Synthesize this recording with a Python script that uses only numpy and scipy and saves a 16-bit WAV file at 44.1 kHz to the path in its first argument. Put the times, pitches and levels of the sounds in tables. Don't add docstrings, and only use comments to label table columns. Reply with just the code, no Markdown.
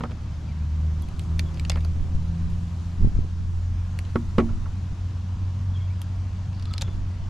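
import sys
import numpy as np
from scipy import signal
from scipy.fft import rfft, irfft
from scipy.io import wavfile
from scipy.ndimage import uniform_filter1d

SR = 44100
rng = np.random.default_rng(int(sys.argv[2]) if len(sys.argv) > 2 else 0)


def invert_db(level):
    return 10 ** (np.asarray(level, dtype=float) / 20)


def transcribe(signal):
    frames = np.atleast_2d(signal).T
    limited = np.clip(frames, -1, 1)
    pcm = np.round(limited * 32767).astype(np.int16)
    wavfile.write(sys.argv[1], SR, pcm)


N = 321489

# frequency in Hz, level in dB per Hz.
WASH_SPECTRUM = [(59, -29), (100, 2.5), (119, -17), (153, -20), (189, -16), (239, -27.5), (335, -34),
                 (433, -41), (721, -38), (854, -40.5), (930, -36), (2130, -47.5), (2580, -47), (6560, -53),
                 (7900, -59.5), (8300, -62.5), (12500, -72.5), (13600, -78.5), (15700, -84), (15900, -105)]
WASH_DB = -47.5
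# centre in seconds, half width in seconds, level in dB.
WASH_SWELLS = [
    (0, 0.91, 0),
    (1.4, 0.48, 0.9),
    (3.5, 0.22, -4),
    (6.8, 0.11, 2),
]
# frequency in Hz, likeness from 0 to 1.
CHANNEL_LIKENESS = [(60, 0.98), (180, 1.0), (550, 0.88), (1650, 0.5), (4970, 0.7), (15000, 0.15)]
# frequency in Hz, left minus right in dB.
CHANNEL_LEAN = [(60, 0.47), (240, 0.38), (950, 1.7), (3770, 1.6), (15000, 2.0)]
# centre in seconds, half width in seconds, level in dB.
RUSTLES = [(1.5, 0.6, 5), (2.7, 0.51, 4.5), (3.55, 0.089, 2.5), (4.3, 0.52, 4.5), (1.23, .03, 6),
           (4.17, .03, 4.5), (4.39, .02, 4), (4.45, .025, 4), (5.6, .05, 2.5), (6.75, 0.18, -2.5),
           (6.95, 0.058, 4)]

# time in seconds, firing rate in Hz, firing tone level in dB.
ENGINE_RUN = [(0, 76.3, -42), (.3, 76.6, -35), (.73, 77.3, -25), (.95, 77.6, -23), (1.12, 78.8, -38),
              (1.32, 79.8, -21), (1.56, 80.3, -31.5), (1.76, 81, -22.5), (2.12, 82.4, -29),
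              (2.4, 83.6, -27), (2.8, 85, -29.5), (3.1, 85.6, -32.5), (3.6, 87.4, -26), (4.3, 89.8, -30),
              (5.2, 90.9, -29.5), (5.6, 92, -25.5), (6.5, 92.3, -29.5), (7.29, 92.4, -30)]
# multiple of the firing rate, level over the firing tone in dB.
EXHAUST_ORDERS = [(.5, -14.5), (1.5, -33)]
# frequency in Hz, level in dB.
EXHAUST_PIPE = [(152, -43.5), (156, -37), (161, -36), (164, -40.5), (167, -32.5), (171, -40), (176, -47.5),
                (185, -48.5)]
OCTAVE_FOLLOWS = 0.33

# multiple of its rate, level in dB.
MOTOR_LINES = [(5, 3), (6, 0), (7, 0), (9.83, -4), (12, -9), (14.07, -9)]
MOTOR_HZ, MOTOR_DB, MOTOR_FADE_DB_PER_S = 54.6, -59, 3
MOTOR_ON_S, MOTOR_OFF_S, MOTOR_RISE_S = 0.68, 3.05, 0.13

# start in seconds, length in seconds, start pitch in Hz, glide in Hz, level in dB.
BIRD_NOTES = [(1.02, 0.028, 3300, 0, -46), (1.45, 0.05, 3400, -100, -49), (0.472, 0.02, 2680, -150, -52),
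              (0.482, 0.034, 2440, -170, -48), (.512, .014, 2130, 38, -47), (.55, 0.027, 2110, 200, -53),
              (0.592, 0.068, 2260, 400, -55), (5.733, 0.022, 3470, -100, -51),
              (5.75, 0.02, 3370, -200, -40), (5.769, 0.012, 3200, 200, -39), (5.79, .011, 3200, 79, -50),
              (5.804, .011, 3330, 0, -49), (5.816, 0.017, 3200, 150, -44), (5.837, 0.01, 3330, -100, -44),
              (5.85, 0.024, 3240, 110, -47), (5.778, 0.025, 2320, -200, -53),
              (5.796, 0.034, 2200, -72, -48), (5.87, .025, 2670, -31, -50), (5.9, .017, 2220, 198, -46),
              (5.917, 0.03, 2270, 400, -53), (6.66, .035, 1240, 0, -44), (6.701, 0.038, 1290, 0, -39),
              (6.741, 0.032, 1280, 0, -40), (6.664, .02, 3400, 0, -49), (6.714, 0.018, 3400, 22, -43),
              (6.761, 0.013, 3450, 0, -43), (6.839, .04, 3450, -40, -46), (6.888, .055, 3480, -40, -50.5)]
BLUR_HZ, FLUTTER_DB = 40, 2.5

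# centre in seconds, half width in seconds, level over the calm in dB.
GUSTS = [(1.06, 0.052, 2), (1.36, 0.43, 12.5), (2.12, 0.32, 16), (2.52, 0.074, 12), (3.05, 0.088, 29.5),
         (3.2, 0.05, 17), (3.48, 0.24, 16.5), (4.18, 0.042, 5), (4.5, 0.27, 17), (7.0, 0.12, 15),
         (7.25, 0.067, 13.5)]
WIND_DB = -46
# frequency in Hz, level in dB per Hz.
BUFFET_SPECTRUM = [(15, 16.5), (30, -17), (60, -4), (130, -9.5), (260, -17.5), (600, -41), (1000, -71),
                   (3000, -140)]
# crest in seconds, peak in dB, half width in seconds,
# left minus right in dB.
AIR_PUFFS = [(2.15, -13, 0.0021, 5), (2.418, -33, 0.0033, -2), (2.428, -18.5, 0.0025, 2),
             (2.461, -23, 0.0047, 4), (2.515, -31, 0.0086, -4), (2.533, -18, 0.0032, 5),
             (2.64, -28, .004, 4), (3.001, -24, .003, -3), (3.009, -15, 0.0036, -1),
             (3.028, -11, 0.0041, -3), (3.034, -10, 0.002, -9), (3.047, -12.5, 0.001, -12),
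             (3.054, -19, 0.0014, -10), (3.073, -13, 0.0013, -12), (3.087, -23, 0.0099, -6),
             (3.144, -18, 0.0024, -4), (3.153, -14, 0.0028, 10), (3.168, -13, 0.0021, -6),
             (3.185, -16, 0.003, 9), (3.1905, -11, 0.0013, -9), (3.196, -25, 0.0017, -2),
             (3.208, -14.5, 0.0027, -3), (3.219, -27, 0.0036, -9), (3.247, -19, 0.0014, -4),
             (3.2505, -24, 0.0012, -14), (4.642, -22, .002, -2.5), (4.649, -26, .002, -5),
             (4.897, -30, 0.0028, -4), (4.924, -17.5, 0.0021, 0)]

# start in seconds, length in seconds, level in dB,
# start resonance in Hz, end resonance in Hz.
JAW_SCRAPES = [
    (1.67, .03, -58, 6000, 6000),
    (1.7, 0.067, -56.5, 4600, 4900),
    (1.702, 0.052, -48, 2300, 2090),
    (1.761, 0.032, -49, 2100, 2000),
    (6.503, 0.15, -65, 4730, 5000),
    (6.655, 0.068, -60, 4400, 4300),
    (6.74, .1, -64, 4570, 4270),
]
RUB_WIDTH_HZ = 740

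# start in seconds, peak in dB, edge in dB, body in dB, body tilt in dB per octave.
DECK_KNOCKS = [(.006, -31, -3, 1, -8), (0.0355, -27.5, 1.5, -1.5, -5), (0.046, -40, -9, -6, 4),
               (0.053, -39.5, -5, -4, 4), (0.096, -47, -4, -6, 5), (0.1093, -44, 6.5, 4, -1),
               (0.116, -45.5, 9, 0.5, 3), (1.7566, -34.5, 6, -2, 0), (1.77, -39, 0, -13, 8),
               (1.8465, -44, -3, -8, 7), (4.1567, -24.5, -3, 7, 0), (4.382, -20.5, 1.5, 8.5, -1.5),
               (4.386, -26, -10, -0.5, 15), (4.399, -30.5, 1, -20, 5), (4.489, -42, -6, -9, 3),
               (4.657, -40.5, -17, -7, 11), (6.876, -46.5, 7.5, 2, 2.5)]
# frequency in Hz, level in dB, decay T60 in seconds.
DECK_MODES = [(151, -7.5, 0.087), (208, -1, 0.079), (231, -8, 0.46), (270, -8.5, 0.24), (339, -18, 0.45),
              (365, -1, 0.12), (442, 0, 0.059), (501, -13.5, 0.051), (570, -25, 0.066), (990, -26.5, 0.045),
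              (1112, -8.5, 0.076), (1325, -11.5, 0.068), (1930, -31, 0.11), (2320, -38, 0.027)]
# frequency in Hz, level in dB, decay T60 in seconds.
DECK_CLATTER = [(464, -5.5, 0.1), (635, -7.5, 0.13), (1057, 1, 0.036), (1550, -10, 0.097),
                (2580, -6.5, 0.035), (8000, -10.5, 0.086)]
DECK_FREE, DECK_HELD, HELD_UNTIL_S = 0.94, 0.45, 4.2
CONTACT_S = .003
SHOVE_DB, SHOVE_HZ, SHOVE_T60_S = -5.5, 62.3, 0.22
THUD_DB, THUD_HZ, THUD_T60_S = -3.5, 185, .045

# start in seconds, peak in dB, strongest ring in Hz, brightness in dB, thump in dB.
BITES = [(1.1939, -32.5, 2870, -6.5, -54), (1.3931, -24, 4720, -10.5, -18), (1.3933, -26, 2400, -10, -13),
         (1.5963, -31.5, 2670, -12, -19), (1.65, -30.5, 2960, -48, -43), (1.6971, -20, 6300, -10.5, -5),
         (1.6992, -28, 3530, -20, -40), (1.7015, -27.5, 2800, -19, -40), (1.7175, -33.5, 4940, -9, -3),
         (1.7185, -37.5, 2090, -25, 1), (1.8476, -40.5, 4450, -4, 3.5), (3.989, -31.5, 2370, -3.5, -9),
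         (6.0166, -38, 3050, 5.5, -9), (6.732, -42, 4500, -25, -20), (6.7372, -31, 4260, -18, -11),
         (6.78, -24, 4460, -29, -36), (6.8108, -34, 4000, -6, -20), (6.812, -30, 3830, -28, -9),
         (6.816, -31.5, 4100, -11, -8), (6.8201, -26, 6500, -8, -12), (6.8221, -30.5, 3700, -20, -10),
         (6.822, -34.5, 900, -30, 1)]
# start in seconds, peak in dB, strongest ring in Hz, brightness in dB.
LIGHT_TICKS = [(1.021, -52, 9500, 7), (1.0859, -46, 2340, -2), (1.543, -45, 6200, -13),
               (1.5724, -42, 3000, -30), (1.5795, -49, 2600, -26), (1.77, -56, 2820, 4),
               (1.806, -45.5, 2750, -7), (2.5, -52, 3270, -3), (4.0502, -45.5, 2920, -26),
               (6.03, -62, 2580, -16), (6.5288, -49, 2550, -20), (6.547, -56, 4370, -11),
               (6.567, -55, 4400, -15), (6.596, -44.5, 4330, -12), (6.6243, -41, 4400, -15),
               (6.6545, -41, 4130, -15), (6.7106, -47, 3600, -11), (4.995, -61, 4000, 0),
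               (6.1614, -61, 4000, 3), (2.15, -54, 4000, 1.5), (2.28, -57, 4000, -2)]
# frequency in Hz, level in dB, decay T60 in seconds.
JAW_MODES = [(2400, -63, 0.0033), (3400, -25, 0.0079), (4450, 9, 0.026), (5300, -50, 0.0039),
             (7440, 1, 0.017)]
# time in seconds, left minus right in dB.
JAW_PAN = [(1.0, -1), (1.7, 0), (4.0, -0.5), (6.0, 0.5), (6.8, 0)]
TICK_THUMP_DB, BITE_RISE_S = -8, 0.00059
RING_LENGTH, GRIP_PER_DB = 1, 0.63
BITE_DB, BITE_FOCUS_DB = -6, 6
TREBLE_LEAN, TREBLE_HZ = 0.24, 8000


def evened(x):
    return x / np.sqrt(np.mean(x ** 2) + 1e-20)


def peaked(x, db):
    return invert_db(db) * x / np.sqrt(uniform_filter1d(x ** 2, 176).max(-1, keepdims=True))


def read(points, hz):
    f, value = np.transpose(points)
    return np.interp(np.log(hz + 1), np.log(f + 1), value)


def curves(rows, t):
    s, *columns = np.transpose(rows)
    return [np.interp(t, s, c) for c in columns]


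def swells(rows, t):
    return sum(db * np.exp(-((t - s) / width) ** 2) for s, width, db in rows)


def add(mix, s, sound, pan_db):
    part = mix[:, round(s * SR):][:, :len(sound)]
    part += invert_db([[pan_db / 2], [-pan_db / 2]]) * sound[:part.shape[1]]


def band(x, lo_hz, hi_hz):
    sos = signal.butter(2, [lo_hz, min(hi_hz, SR / 2.2)], "band", fs=SR, output="sos")
    return signal.sosfilt(sos, x)


def tone(hz, t):
    return np.sin(2 * np.pi * hz * t)


def wander(top_hz):
    t = np.arange(0, N + 256, 256) / SR
    rates_hz = np.geomspace(top_hz / 20, top_hz, 20)
    slow = sum(np.sin(2 * np.pi * (f * t + rng.random())) / np.sqrt(f) for f in rates_hz)
    return np.interp(np.arange(N) / SR, t, evened(slow))


def noise(colour_db, same, patchy_db):
    frames, hz = N // 256 + 5, np.fft.rfftfreq(1024, 1 / SR)
    a, b, c, d, patches = rng.standard_normal((frames, 513, 5)).T
    patches = evened(uniform_filter1d(uniform_filter1d(patches, 10, 0), 12, 1))
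    like = np.clip(same(hz), -1, 1)[:, None]
    left = a + 1j * b
    right = like * left + np.sqrt(1 - like ** 2) * (c + 1j * d)
    level_db = colour_db(np.arange(frames) * 256 / SR, hz[:, None]) + patchy_db * patches
    z = np.array([left, right]) * invert_db(level_db)
    lean = invert_db(read(CHANNEL_LEAN, hz)[:, None] / 2)
    return signal.istft(z * [lean, 1 / lean], nperseg=1024, noverlap=768)[1][:, :N]


def crackle(edges_hz, t60, level_db, rise_s, size):
    t, out = np.arange(size) / SR, 0
    for lo, hi in zip(edges_hz, edges_hz[1:]):
        fading = invert_db(-60 * t / t60(lo)[:, None]) * np.minimum(t / rise_s, 1)
        burst = band(rng.standard_normal(fading.shape) * fading, lo, hi)
        burst = band(burst, lo / 1.25, 1.25 * hi)
        out = out + peaked(burst, level_db(lo)[:, None])
    return out


def ringing(modes, spread, length, scrape_s, count, size):
    t = np.arange(size) / SR
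    blow = rng.standard_normal(600) * np.exp(-t[:600] / scrape_s)
    hz, db, t60 = np.repeat(modes, count, axis=0).T[:, :, None]
    uneven, detune = rng.standard_normal((2, len(hz), 1))
    fading = invert_db(db + 2 * uneven - 60 * t / (t60 * length))
    ring = (fading * tone(hz * (1 + spread * detune), t)).sum(0)
    return signal.fftconvolve(blow / np.linalg.norm(blow), ring)[:size]


def wash(turns):
    def colour_db(t, hz):
        swell_db = swells(WASH_SWELLS, t) / (1 + (hz / 2500) ** 2)
        rustle_db = swells(RUSTLES, t) / (1 + (7500 / (hz + 1)) ** 6)
        return read(WASH_SPECTRUM, hz) + swell_db + rustle_db
    roar = noise(colour_db, lambda hz: read(CHANNEL_LIKENESS, hz), patchy_db=1.08)
    throb = 1 + 0.036 * np.cos(np.pi * turns) + 0.03 * np.cos(2 * np.pi * turns)
    return invert_db(WASH_DB) * roar / np.std(band(roar, 299.0, 16000)) * throb


def birds():
    mix = np.zeros((2, N))
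    for s, length, from_hz, glide_hz, db in BIRD_NOTES:
        count = round(length * SR)
        blur = evened(uniform_filter1d(rng.standard_normal(8000), 150))[:count]
        flutter = evened(uniform_filter1d(rng.standard_normal(8000), 200))[:count]
        hz = np.linspace(from_hz, from_hz + glide_hz, count) + BLUR_HZ * blur
        whistle = np.sin(2 * np.pi * np.cumsum(hz) / SR) * signal.windows.tukey(count, .5)
        add(mix, s, invert_db(db - 8.5 + FLUTTER_DB * flutter) * whistle, 0)
    return mix


def motor():
    t = np.arange(N) / SR
    turns = np.cumsum(MOTOR_HZ * (1 + 0.0028 * wander(14))) / SR
    lines = sum(invert_db(db + 2.5 * wander(9)) * np.sin(2 * np.pi * (k * turns + rng.random()))
                for k, db in MOTOR_LINES)
    level_db = MOTOR_DB - MOTOR_FADE_DB_PER_S * (t - MOTOR_ON_S)
    level_db -= 7 * (1 - np.tanh((t - MOTOR_ON_S) / MOTOR_RISE_S))
    level_db -= 8 * (1 + np.tanh((t - MOTOR_OFF_S) / MOTOR_RISE_S))
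    return invert_db(level_db + 4.5) * lines


def engine():
    hz, tone_db = curves(ENGINE_RUN, np.arange(N) / SR)
    octave_db = read(EXHAUST_PIPE, 2 * hz) + OCTAVE_FOLLOWS * (tone_db + 27.0)
    turns = np.cumsum(hz * (1 + 0.005 * wander(12))) / SR
    drone = invert_db(tone_db + 0.25 * wander(25)) * np.sin(2 * np.pi * turns)
    drone += invert_db(octave_db + 1.03 * wander(22)) * np.sin(2 * np.pi * (2 * turns + 0.17))
    for order, db in EXHAUST_ORDERS:
        wavering = invert_db(tone_db + db + 4.4 * wander(8.8))
        drone += wavering * np.sin(2 * np.pi * (order * turns + rng.random()))
    return np.sqrt(2) * drone, turns


def shove(db, width):
    t = np.arange(-1 / 20, 1 / 20, 1 / SR)
    return invert_db(db) / (1 + (t / width) ** 2) * np.hanning(len(t))


def wind():
    buffet = noise(lambda t, hz: read(BUFFET_SPECTRUM, hz) + 0 * t, lambda hz: 0.76 + 0 * hz, patchy_db=2.0)
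    level_db = WIND_DB + swells(GUSTS, np.arange(N) / SR) + [[-1.5], [1.5]]
    mix = invert_db(level_db) * buffet / np.std(band(buffet, 9.4, 76))
    for k, (s, db, width, pan_db) in enumerate(AIR_PUFFS):
        add(mix, s - 1 / 20, -(-1) ** k * shove(db, width), pan_db)
    return mix


def surroundings(x):
    t = np.arange(4096) / SR
    hits = rng.standard_normal((2, 4096)) * (rng.random((2, 4096)) < .3)
    spectrum = rfft(hits * invert_db(-60 * t / .045) * (t > .0015))
    taps = irfft(spectrum / np.sqrt(uniform_filter1d(abs(spectrum) ** 2, size=25, axis=1)))
    return signal.fftconvolve(x, taps / np.linalg.norm(taps[0]), axes=1)[:, :N]


def scrapes():
    mix = np.zeros((2, N))
    smooth = signal.butter(2, RUB_WIDTH_HZ / 2, fs=SR, output="sos")
    for s, length, db, from_hz, to_hz in JAW_SCRAPES:
        count = round(length * SR)
        slips = (rng.standard_normal(SR) ** 2 * rng.choice([-1, 0, 0, 0, 1], SR))[:count]
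        turn = np.exp(2j * np.pi * np.cumsum(np.linspace(from_hz, to_hz, count)) / SR)
        rubbed = (turn * signal.sosfilt(smooth, slips / turn)).real
        add(mix, s, invert_db(db) * evened(band(rubbed, 1100, 5400)) * signal.windows.tukey(count, .7), 0)
    return mix


def knocks():
    mix = np.zeros((2, N))
    s, db, edge_db, body_db, tilt_db = np.transpose(DECK_KNOCKS)[:, :, None]
    length, t = np.where(s < HELD_UNTIL_S, DECK_HELD, DECK_FREE), np.arange(11000) / SR
    low = 0
    for hz, mode_db, t60 in DECK_MODES:
        place_db = tilt_db * np.log2(hz / 300)
        fading = invert_db(mode_db + place_db - 60 * t / (t60 * length))
        low = low + fading * tone(hz * (1 + 0.0084 * rng.standard_normal(s.shape)), t)
    low = band(-low * np.minimum(t / CONTACT_S, 1), 98, 4400)
    rock = invert_db(db + body_db + SHOVE_DB - 60 * t / SHOVE_T60_S) * tone(SHOVE_HZ, t)
    rock -= invert_db(db + body_db + THUD_DB - 60 * t / THUD_T60_S) * tone(THUD_HZ, t)
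    modes_hz, modes_db, modes_t60 = np.transpose(DECK_CLATTER)

    def t60_s(lo):
        return np.interp(lo, modes_hz, modes_t60) * length[:, 0]

    def level_db(lo):
        soft, height = edge_db[:, 0], np.log2(lo / 1300)
        hard_db = 1.14 * soft * np.clip(height / 0.76, 0, 1) - 13.0 * max(height - .7, 0)
        return db[:, 0] - 6.0 + hard_db + np.interp(lo, modes_hz, modes_db)
    clatter = crackle(np.geomspace(400, 13000, 14), t60_s, level_db, rise_s=0.00018, size=11000)
    for start, sound in zip(s[:, 0], peaked(low, db + body_db) + rock + clatter):
        add(mix, start, sound, pan_db=-1.5)
    return mix


def strippers():
    mix = np.zeros((2, N))
    events = BITES + [(*row, TICK_THUMP_DB) for row in LIGHT_TICKS]
    s, db, hz, bright_db, thump_db = np.transpose(events)
    length = np.clip(RING_LENGTH - GRIP_PER_DB * (db + 39.5), .45, 1.1)
    jaws = np.array([ringing(JAW_MODES, .04, k, scrape_s=0.00067, count=2, size=2000) for k in length])
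    notch = np.array([ringing([(f, 0, .011)], .005, np.sqrt(k), scrape_s=.0018, count=1, size=2000)
                      for f, k in zip(hz, length)])

    def t60_s(lo):
        return .015 * length * (3000 / lo) ** .2

    def outline_db(lo, f, top, low):
        points = [(700, low), (1300, 0.16 * low - 10.0), (0.44 * f + 1200, -3),
                  (6500, 0.25 * top - 5.0), (9000, top), (14000, top - 14)]
        return read(points, lo)

    def level_db(lo):
        focus_db = BITE_FOCUS_DB * np.exp(-(2 * np.log2(1.15 * lo / hz)) ** 2)
        outlines = [outline_db(lo, *row) for row in zip(hz, bright_db, np.minimum(thump_db, 1))]
        return db - 11.0 + focus_db + np.array(outlines)
    crack = crackle(np.geomspace(500, 16000, 13), t60_s, level_db, BITE_RISE_S, size=2000)
    rings = peaked(jaws, db[:, None] - 9.5) + peaked(notch, db[:, None] + BITE_DB)
    for start, sound in zip(s, band(rings, 1200, 13000) + crack):
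        add(mix, start, sound, curves(JAW_PAN, start)[0])
    mix[0] += TREBLE_LEAN * band(mix[0], TREBLE_HZ, 17000)
    lag = .3
    return np.array([signal.lfilter([lag, 1], [1, lag], mix[0]), mix[1]])


def scene():
    drone, turns = engine()
    near = strippers() + knocks() + scrapes()
    far = drone + motor() + wash(turns) + wind() + birds()
    return near + invert_db(-10.5) * surroundings(near) + far


def top_cut(x):
    return signal.sosfilt(signal.butter(12, 16410, fs=SR, output="sos"), x)


def record(dry):
    dulled = signal.sosfilt(signal.butter(4, 14000, fs=SR, output="sos"), dry)
    dulled *= np.minimum(np.arange(N, 0, -1) / 150 + .3, 1)
    return top_cut(dulled)


dry = scene()
out = record(dry)
transcribe(out)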